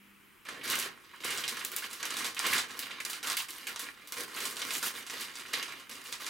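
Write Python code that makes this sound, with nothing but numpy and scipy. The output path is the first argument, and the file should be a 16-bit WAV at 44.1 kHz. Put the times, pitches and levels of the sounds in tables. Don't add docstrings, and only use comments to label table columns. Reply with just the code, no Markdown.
import sys
import numpy as np
from scipy import signal
from scipy.fft import rfft, irfft, next_fast_len
from scipy.io import wavfile

SR = 44100
rng = np.random.default_rng(int(sys.argv[2]) if len(sys.argv) > 2 else 0)


def invert_db(level):
    return 10 ** (np.asarray(level, dtype=float) / 20)


def to_wav(sig):
    pcm = np.clip(np.atleast_2d(sig), -1, 1) * 32767
    pcm = np.round(pcm).astype(np.int16)
    wavfile.write(sys.argv[1], SR, pcm.T)


N = 277389


def rms_one(x):
    return x / np.sqrt(np.mean(x ** 2) + 1e-20)


def at_hz(points, hz, axis=1):
    table = np.array(points, float)
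    return np.interp(np.log(hz), np.log(table[:, 0]), table[:, axis])


def band(x, low_hz, high_hz):
    sos = signal.butter(2, [low_hz, min(high_hz, .45 * SR)], "band", fs=SR, output="sos")
    return signal.sosfilt(sos, x)


def drift(rate_hz):
    settle = 9000
    r = np.exp(-2 * np.pi * rate_hz / SR)
    slow = signal.lfilter([1], [1, -2 * r, r * r], rng.standard_normal(N + settle))
    return rms_one(slow[settle:])


def third_octaves(lowest_hz=100, count=22):
    edges = lowest_hz * 2 ** (np.arange(count + 1) / 3)
    return zip(edges, edges[1:])


# f/Hz, level/dB per Hz
HUSH_COLOUR = [(25, -8), (60, -3), (120, -6), (200, -5), (330, 0), (570, -19), (830, -17), (1000, -5),
               (2700, -5), (3500, -15), (5500, -21), (14000, -16), (16500, -25)]
# f/Hz, likeness/1
HUSH_LIKENESS = [(90, .0), (200, .6), (640, .4), (3000, .6), (15000, .9)]


def hush(level_db=-60.5, patchy_db=1.0):
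    out, white = 0, rng.standard_normal((2, 2, N))
    for k, (low, high) in enumerate(third_octaves(20, 29)):
        hz = np.sqrt(low * high)
        mid, side = band(white[k % 2], low, high)
        alike = np.clip(at_hz(HUSH_LIKENESS, hz), -1, 1)
        gain = invert_db(at_hz(HUSH_COLOUR, hz) + patchy_db * drift(8.7))
        out = out + gain * (np.sqrt(1 + alike) * mid + np.sqrt(1 - alike) * side * [[1], [-1]])
    return invert_db(level_db) * rms_one(out)


# f/Hz, level/dB, t60/s
ROOM_MODE = (200, -58, 1.1)


def boom():
    hz, db, t60 = ROOM_MODE
    t = np.arange(N) / SR
    return invert_db(db - 60 * t / t60 + 2.5 * drift(12)) * np.sin(2 * np.pi * hz * t)


# t/s, length/s, rustle level/dB, sizzle over rustle/dB, thud over rustle/dB
BITES = [(.453, 0.037, -47.5, -14, -14), (.483, 0.16, -46, -13.5, -5), (.69, 0.16, -33.5, -7.5, -12),
         (1.135, 0.018, -54.5, -8, -15), (1.25, 0.15, -35.5, -4.5, -11.5), (1.44, 0.051, -43, -14, -9),
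         (1.52, 0.26, -41, -8, -12.5), (1.72, 0.072, -43.5, -7, -14), (1.82, 0.044, -43.5, -5, -13.5),
         (1.9, 0.088, -46, -4.5, -13), (2.0, 0.099, -42, -9.5, -14.5), (2.365, 0.058, -39.5, -8, -18),
         (2.792, 0.094, -42.5, -10, -11.5), (2.9, 0.087, -45, -17, -14.5), (3.003, 0.0077, -52.5, -1, -3),
         (3.052, 0.12, -43, -6, -14), (3.369, 0.04, -41, -2.5, -30), (3.485, 0.26, -46.5, -3, -12),
         (3.669, 0.021, -39, -8.5, -17.5), (3.794, 0.1, -44.5, -6, -13.5), (4.17, 0.048, -39.5, -0.5, -8),
         (4.827, 0.041, -38, 1.5, -12), (5.533, 0.067, -36, -10.5, -11.5), (5.895, .12, -46.5, -6.5, -10)]
# t/s, length/s, final rustle level/dB, sizzle over rustle/dB, thud over rustle/dB
PULLS = [(.637, 0.037, -39, -5.5, -11.5), (1.205, 0.063, -45.5, -5.5, -11), (2.1, 0.17, -35.5, -7.5, -13.5),
         (2.43, 0.14, -31, -6, -14), (2.68, 0.094, -44.5, -9.5, -12.5), (3.231, .1, -37.5, -3.5, -14.5),
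         (3.97, 0.084, -56, -10, -9), (4.123, 0.005, -42.5, -2, -16), (4.28, 0.094, -46, -5, -12),
         (4.36, 0.11, -39, -3.5, -12.5), (4.5, 0.1, -43.5, -3.5, -12), (4.619, 0.066, -40, -2.5, -10.5),
         (4.708, 0.079, -38.5, -1, -15), (4.94, 0.062, -42.5, -4, -11), (5.099, 0.069, -41.5, -5.5, -11),
         (5.18, 0.053, -40, -3.5, -12.5), (5.27, 0.067, -49, -8, -10), (5.345, 0.062, -47, -7.5, -12),
         (5.45, 0.064, -47, -8.5, -12), (5.628, 0.099, -44.5, -11, -14), (5.74, 0.047, -50, -8.5, -7.5),
         (6.05, 0.074, -48, -1, -11.5), (6.127, 0.014, -46, -13, -12), (6.2, 0.1, -43, -5, -13)]
SLACKEN_DB_PER_S, TIGHTEN_DB_PER_S = 30.5, 31
ATTACK_DB_PER_S, RELEASE_DB_PER_S = 4000, 228
REST_FROM_S = .451
REST_DB, REST_SIZZLE_DB, REST_THUD_DB = -58, -11.5, -13


def effort(slope=1, sizzle=0, thud=0):
    t = np.arange(0, N, 64) / SR
    rest_db = REST_DB + sizzle * REST_SIZZLE_DB + thud * REST_THUD_DB
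    power = invert_db(2 * rest_db) * (t > REST_FROM_S) + 1e-12
    for rows, slacken, tighten in [(BITES, SLACKEN_DB_PER_S, 0), (PULLS, 0, TIGHTEN_DB_PER_S)]:
        for s, length, db, sizzle_db, thud_db in rows:
            held = np.clip(t - s, 0, length)
            attack = ATTACK_DB_PER_S * np.maximum(s - t, 0)
            release = RELEASE_DB_PER_S * np.maximum(t - s - length, 0)
            hold = slacken * held + tighten * (length - held)
            shape_db = -slope * (attack + release + hold)
            power = power + invert_db(2 * (db + sizzle * sizzle_db + thud * thud_db + shape_db))
    return np.interp(np.arange(N) / SR, t, 10 * np.log10(power))


# t/s, peak level/dB, f/Hz
FLAPS = [(.455, -39, 1680), (0.486, -31, 1550), (0.6116, -37, 2050), (0.6752, -30, 1950), (.734, -22, 1600),
         (1.1353, -39.5, 1270), (1.235, -29, 1900), (1.437, -24.5, 2400), (1.4859, -30, 2950),
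         (1.61, -28.5, 1920), (1.822, -30, 1670), (1.84, -26.5, 2400), (2.0274, -27, 1570),
         (2.366, -27, 2470), (2.4506, -22.5, 2500), (2.5276, -17, 1890), (2.6367, -32.5, 1390),
         (2.8236, -28.5, 2670), (2.908, -31.5, 2380), (3.001, -27.5, 1850), (3.369, -23.5, 2570),
         (3.3986, -28, 3030), (3.6684, -29.5, 2120), (4.3706, -29, 2357), (4.616, -26, 2600),
         (4.7052, -26.5, 2070), (4.8276, -25, 1190), (5.5359, -21.5, 2900), (5.625, -28, 2000),
         (5.9924, -42, 1820)]


def flaps(rise_s=0.00088, fall_s=0.011, size=2048):
    out, t = np.zeros(N + size), np.arange(size) / SR
    envelope = (1 - np.exp(-t / rise_s)) * np.exp(-t / fall_s)
    luck = rng.standard_normal((len(FLAPS), size))
    for (s, peak_db, hz), hiss in zip(FLAPS, luck):
        burst = band(hiss * envelope, max(hz / 1.3, 950), hz * 1.51)
        i = round(s * SR)
        out[i:i + size] += invert_db(peak_db) * burst / np.abs(burst).max()
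    return out[:N]


# f/Hz, level/dB per Hz
PAPER_COLOUR = [(110, -17.5), (190, -11), (310, -4), (470, -6.5), (600, -13), (830, -19), (1100, -4),
                (1900, -2), (3800, -4.5), (5500, -6), (10500, -7.5), (13500, -13), (16000, -26)]
WORK_HZ = [800, 900, 3200, 6500]
THUD_SLOPE, SIZZLE_SLOPE = 0.87, 1.25


def creases(per_s=3500, spread_db=4.0, colour_db=6.0, clump_db=1.4):
    rustle_db = effort()
    thud_db = effort(THUD_SLOPE, thud=0.97)
    sizzle_db = effort(SIZZLE_SLOPE, sizzle=1)
    levels = np.array([thud_db + 13.0, rustle_db + 3.0, rustle_db, sizzle_db + 3.0])
    clumps = invert_db(clump_db * (.5 * drift(25) + drift(120)))
    at = np.flatnonzero(rng.random(N) < per_s / SR)
    size_db = spread_db * np.minimum(rng.exponential(1, len(at)), 4.0)
    sizes = invert_db(size_db) * rng.choice([-1, 1], len(at))
    friction = rng.standard_normal((2, N))
    out, colour, shape = 0, rng.standard_normal(len(at)), drift(8.4)
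    for k, (low, high) in enumerate(third_octaves()):
        hz = np.sqrt(low * high)
        colour = .8 * colour + .6 * rng.standard_normal(len(at))
        shape = .6 * shape + .8 * drift(10)
        clicks = np.zeros(N)
        clicks[at] = sizes * invert_db(colour_db * colour)
        source = rms_one((rms_one(clicks) + .5 * friction[k % 2]) * clumps)
        shares = [np.interp(np.log(hz), np.log(WORK_HZ), row) for row in np.eye(4)]
        gain = invert_db(at_hz(PAPER_COLOUR, hz) + shares @ levels + 1.4 * shape)
        out = out + gain * band(source, low, high)
    return out * invert_db(12.0)


def crackles(tries=60, over_rustle_db=11, centre_hz=5600, gate_db=-41.5):
    luck = rng.random((tries, 3))
    s = (np.arange(tries) + luck[:, 0]) / tries * (N - 1) / SR
    rustle_db = effort()[(s * SR).astype(int)]
    peak_db = rustle_db + over_rustle_db + 6 * (luck[:, 1] - .5)
    hz = centre_hz * 2 ** (luck[:, 2] - .5)
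    return np.transpose([s, peak_db, hz])[rustle_db > gate_db]


# t/s, peak level/dB, f/Hz
SNAPS = [(.6391, -29, 5700), (.6871, -26, 7000), (.7007, -13.5, 8400), (.72, -17.5, 8900),
         (.7897, -16, 7200), (.8258, -17.5, 4000), (.8427, -24, 6000), (1.3756, -20.5, 5840),
         (1.4059, -22, 7800), (1.493, -17.5, 6400), (1.649, -14, 8500), (1.7177, -19, 11800),
         (1.764, -12, 9700), (1.7848, -19, 9200), (2.0296, -18.5, 4600), (2.106, -18, 5170),
         (2.3924, -12, 5000), (2.7918, -13.5, 8200), (3.0505, -15.5, 6100), (3.3001, -14, 4850),
         (3.3187, -22, 4250), (3.3693, -10, 9200), (3.5063, -22, 7740), (4.1226, -17, 7600),
         (4.207, -20.5, 7750), (4.5686, -20, 4800), (4.618, -19, 3930), (4.7071, -17, 4720),
         (5.6283, -17.5, 5000), (6.1263, -15, 5000)]
# t/s, peak level/dB, f/Hz
RIPS = [(.4873, -28.5, 4430), (.6775, -25, 5130), (.7982, -18, 7100), (1.245, -22.5, 6030),
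        (1.4406, -24.5, 4120), (1.479, -17, 5430), (1.569, -28, 4770), (1.9302, -25.5, 6960),
        (2.0535, -21, 6340), (2.169, -19, 5470), (2.265, -24.5, 5600), (2.4683, -22, 4140),
        (2.48, -22.5, 5100), (2.534, -17, 9340), (2.5613, -30, 5700), (3.003, -27, 5600),
        (3.0985, -20, 7150), (3.1311, -22.5, 4600), (3.2295, -24.5, 4280), (3.389, -20.5, 5160),
        (3.6699, -22, 6900), (3.794, -20, 6800), (4.4539, -19, 6450), (4.735, -23, 7450),
        (4.8282, -19, 6130), (4.8664, -22, 9300), (5.0986, -24, 4200), (5.2093, -23.5, 7000),
        (5.5345, -18.5, 4870), (6.2652, -21.5, 4900)]
# t/s, peak level/dB, f/Hz
TICKS = [(.4514, -44, 5050), (.594, -63, 4140), (.615, -60, 4460), (1.2141, -50, 4030), (1.3504, -35, 4230),
         (1.5935, -28, 5600), (1.911, -32.5, 6000), (2.3461, -32, 6120), (2.7072, -31.5, 4500),
         (2.826, -31, 4400), (2.9083, -33, 4270), (3.485, -34, 6000), (3.7604, -26.5, 4000),
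         (3.8764, -43, 5610), (4.074, -32, 8300), (4.3595, -36, 4300), (4.5092, -30, 8850),
         (4.597, -26.5, 3740), (4.668, -30, 7250), (4.9722, -32, 8400), (5.0664, -28, 5000),
         (5.355, -27.5, 4900), (5.396, -29, 4600), (5.6802, -33, 3800), (5.7977, -36, 4600),
         (5.8944, -39, 4300), (5.9137, -30, 4500), (5.9514, -35, 4260), (6.0397, -36, 9430),
         (6.207, -37, 6300)]
SNAP_AFTER_DB, RIP_AFTER_DB, TICK_AFTER_DB, CRACKLE_AFTER_DB = -17, -10.5, -9, -3.5


def snaps(tear_db=-6.0, tear_s=0.033, size=4096):
    kinds = [(SNAPS, SNAP_AFTER_DB), (RIPS, RIP_AFTER_DB),
             (TICKS, TICK_AFTER_DB), (crackles(), CRACKLE_AFTER_DB)]
    events = [(*row, after_db) for rows, after_db in kinds for row in rows]
    out, t = np.zeros(N + size), np.arange(size) / SR
    luck = rng.standard_normal((len(events), 3, size))
    fade = np.exp(-t / .0035) * (1 - np.exp(-t / .0005))
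    for (s, peak_db, hz, after_db), (hiss, grain, rip) in zip(events, luck):
        crack = band((t == 0) + .5 * hiss * np.exp(-t / .0005), hz / 1.8, hz * 1.7)
        crack = .7 * crack / np.abs(crack).max()
        after = rms_one(band(hiss * invert_db(15.0 * grain), hz / 7.0, hz * 2.1)) * fade
        tear = rms_one(band(rip * invert_db(3.3 * grain), hz / 4.75, hz * 1.94)) * np.exp(-t / tear_s)
        i = round(s * SR)
        out[i:i + size] += invert_db(peak_db) * (crack + invert_db(after_db) * (after + invert_db(tear_db) * tear))
    return out[:N]


# f/Hz, t60/s, wet level/dB
ROOM = [(160, 0.77, -2), (390, 0.45, -7.5), (750, 0.36, -4.5), (2200, 0.16, -4), (5000, 0.13, -2.5),
        (12100, 0.017, -41.5)]
# delay t/s, level/dB
ECHOES = [
    (.0019, -23.5),
    (.0042, -17),
    (.0075, -22),
]


def room(x):
    direct = x.copy()
    for lag_s, db in ECHOES:
        lag = round(lag_s * SR)
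        direct[lag:] += invert_db(db) * x[:-lag]
    t = np.arange(SR // 2) / SR
    white, tail = rng.standard_normal((2, 2, len(t))), 0
    for k, (low, high) in enumerate(third_octaves()):
        hz = np.sqrt(low * high)
        fade = invert_db(-60 * t / at_hz(ROOM, hz)) * (1 - np.exp(-t / 0.0007))
        wet = invert_db(at_hz(ROOM, hz, axis=2)) / np.sqrt(np.sum(fade ** 2))
        tail = tail + band(white[k % 2], low, high) * fade * wet
    return direct + signal.fftconvolve(x[None], tail, axes=1)[:, :N]


def scatter(x, from_hz=7000, side_db=-12.5):
    grain = rng.standard_normal(1500) * np.exp(-np.arange(1500) / 300)
    grain = grain / np.sqrt(np.sum(grain ** 2))
    side = signal.fftconvolve(grain, band(x.mean(axis=0), from_hz, .44 * SR))[:N]
    return x + invert_db(side_db) * side * [[1], [-1]]


# f/Hz, left minus right level/dB
LEAN = [(60, 0.5), (110, 0.0), (200, 0.0), (380, 0.0), (700, -1.5), (1290, -3.5), (2380, -3.5),
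        (4400, -2.0), (8120, -0.5), (15000, -1.0)]


def lean(x):
    size = next_fast_len(N)
    hz = np.maximum(np.fft.rfftfreq(size, 1 / SR), 1)
    half = invert_db(at_hz(LEAN, hz) / 2)
    return irfft(rfft(x, size) * np.array([half, 1 / half]), size)[:, :N]


def scene():
    paper = room(creases()) + room(invert_db(-0.84) * snaps()) + room(invert_db(-2.0) * flaps())
    return lean(scatter(paper)) + hush() + boom()


def top_cut(x):
    return signal.sosfilt(signal.butter(12, 16810, fs=SR, output="sos"), x)


def record(dry):
    low_pass = signal.cheby2(24, 60, 16150, fs=SR, output="sos")
    mix = signal.sosfilt(low_pass, dry)
    return top_cut(mix)


dry = scene()
out = record(dry)
to_wav(out)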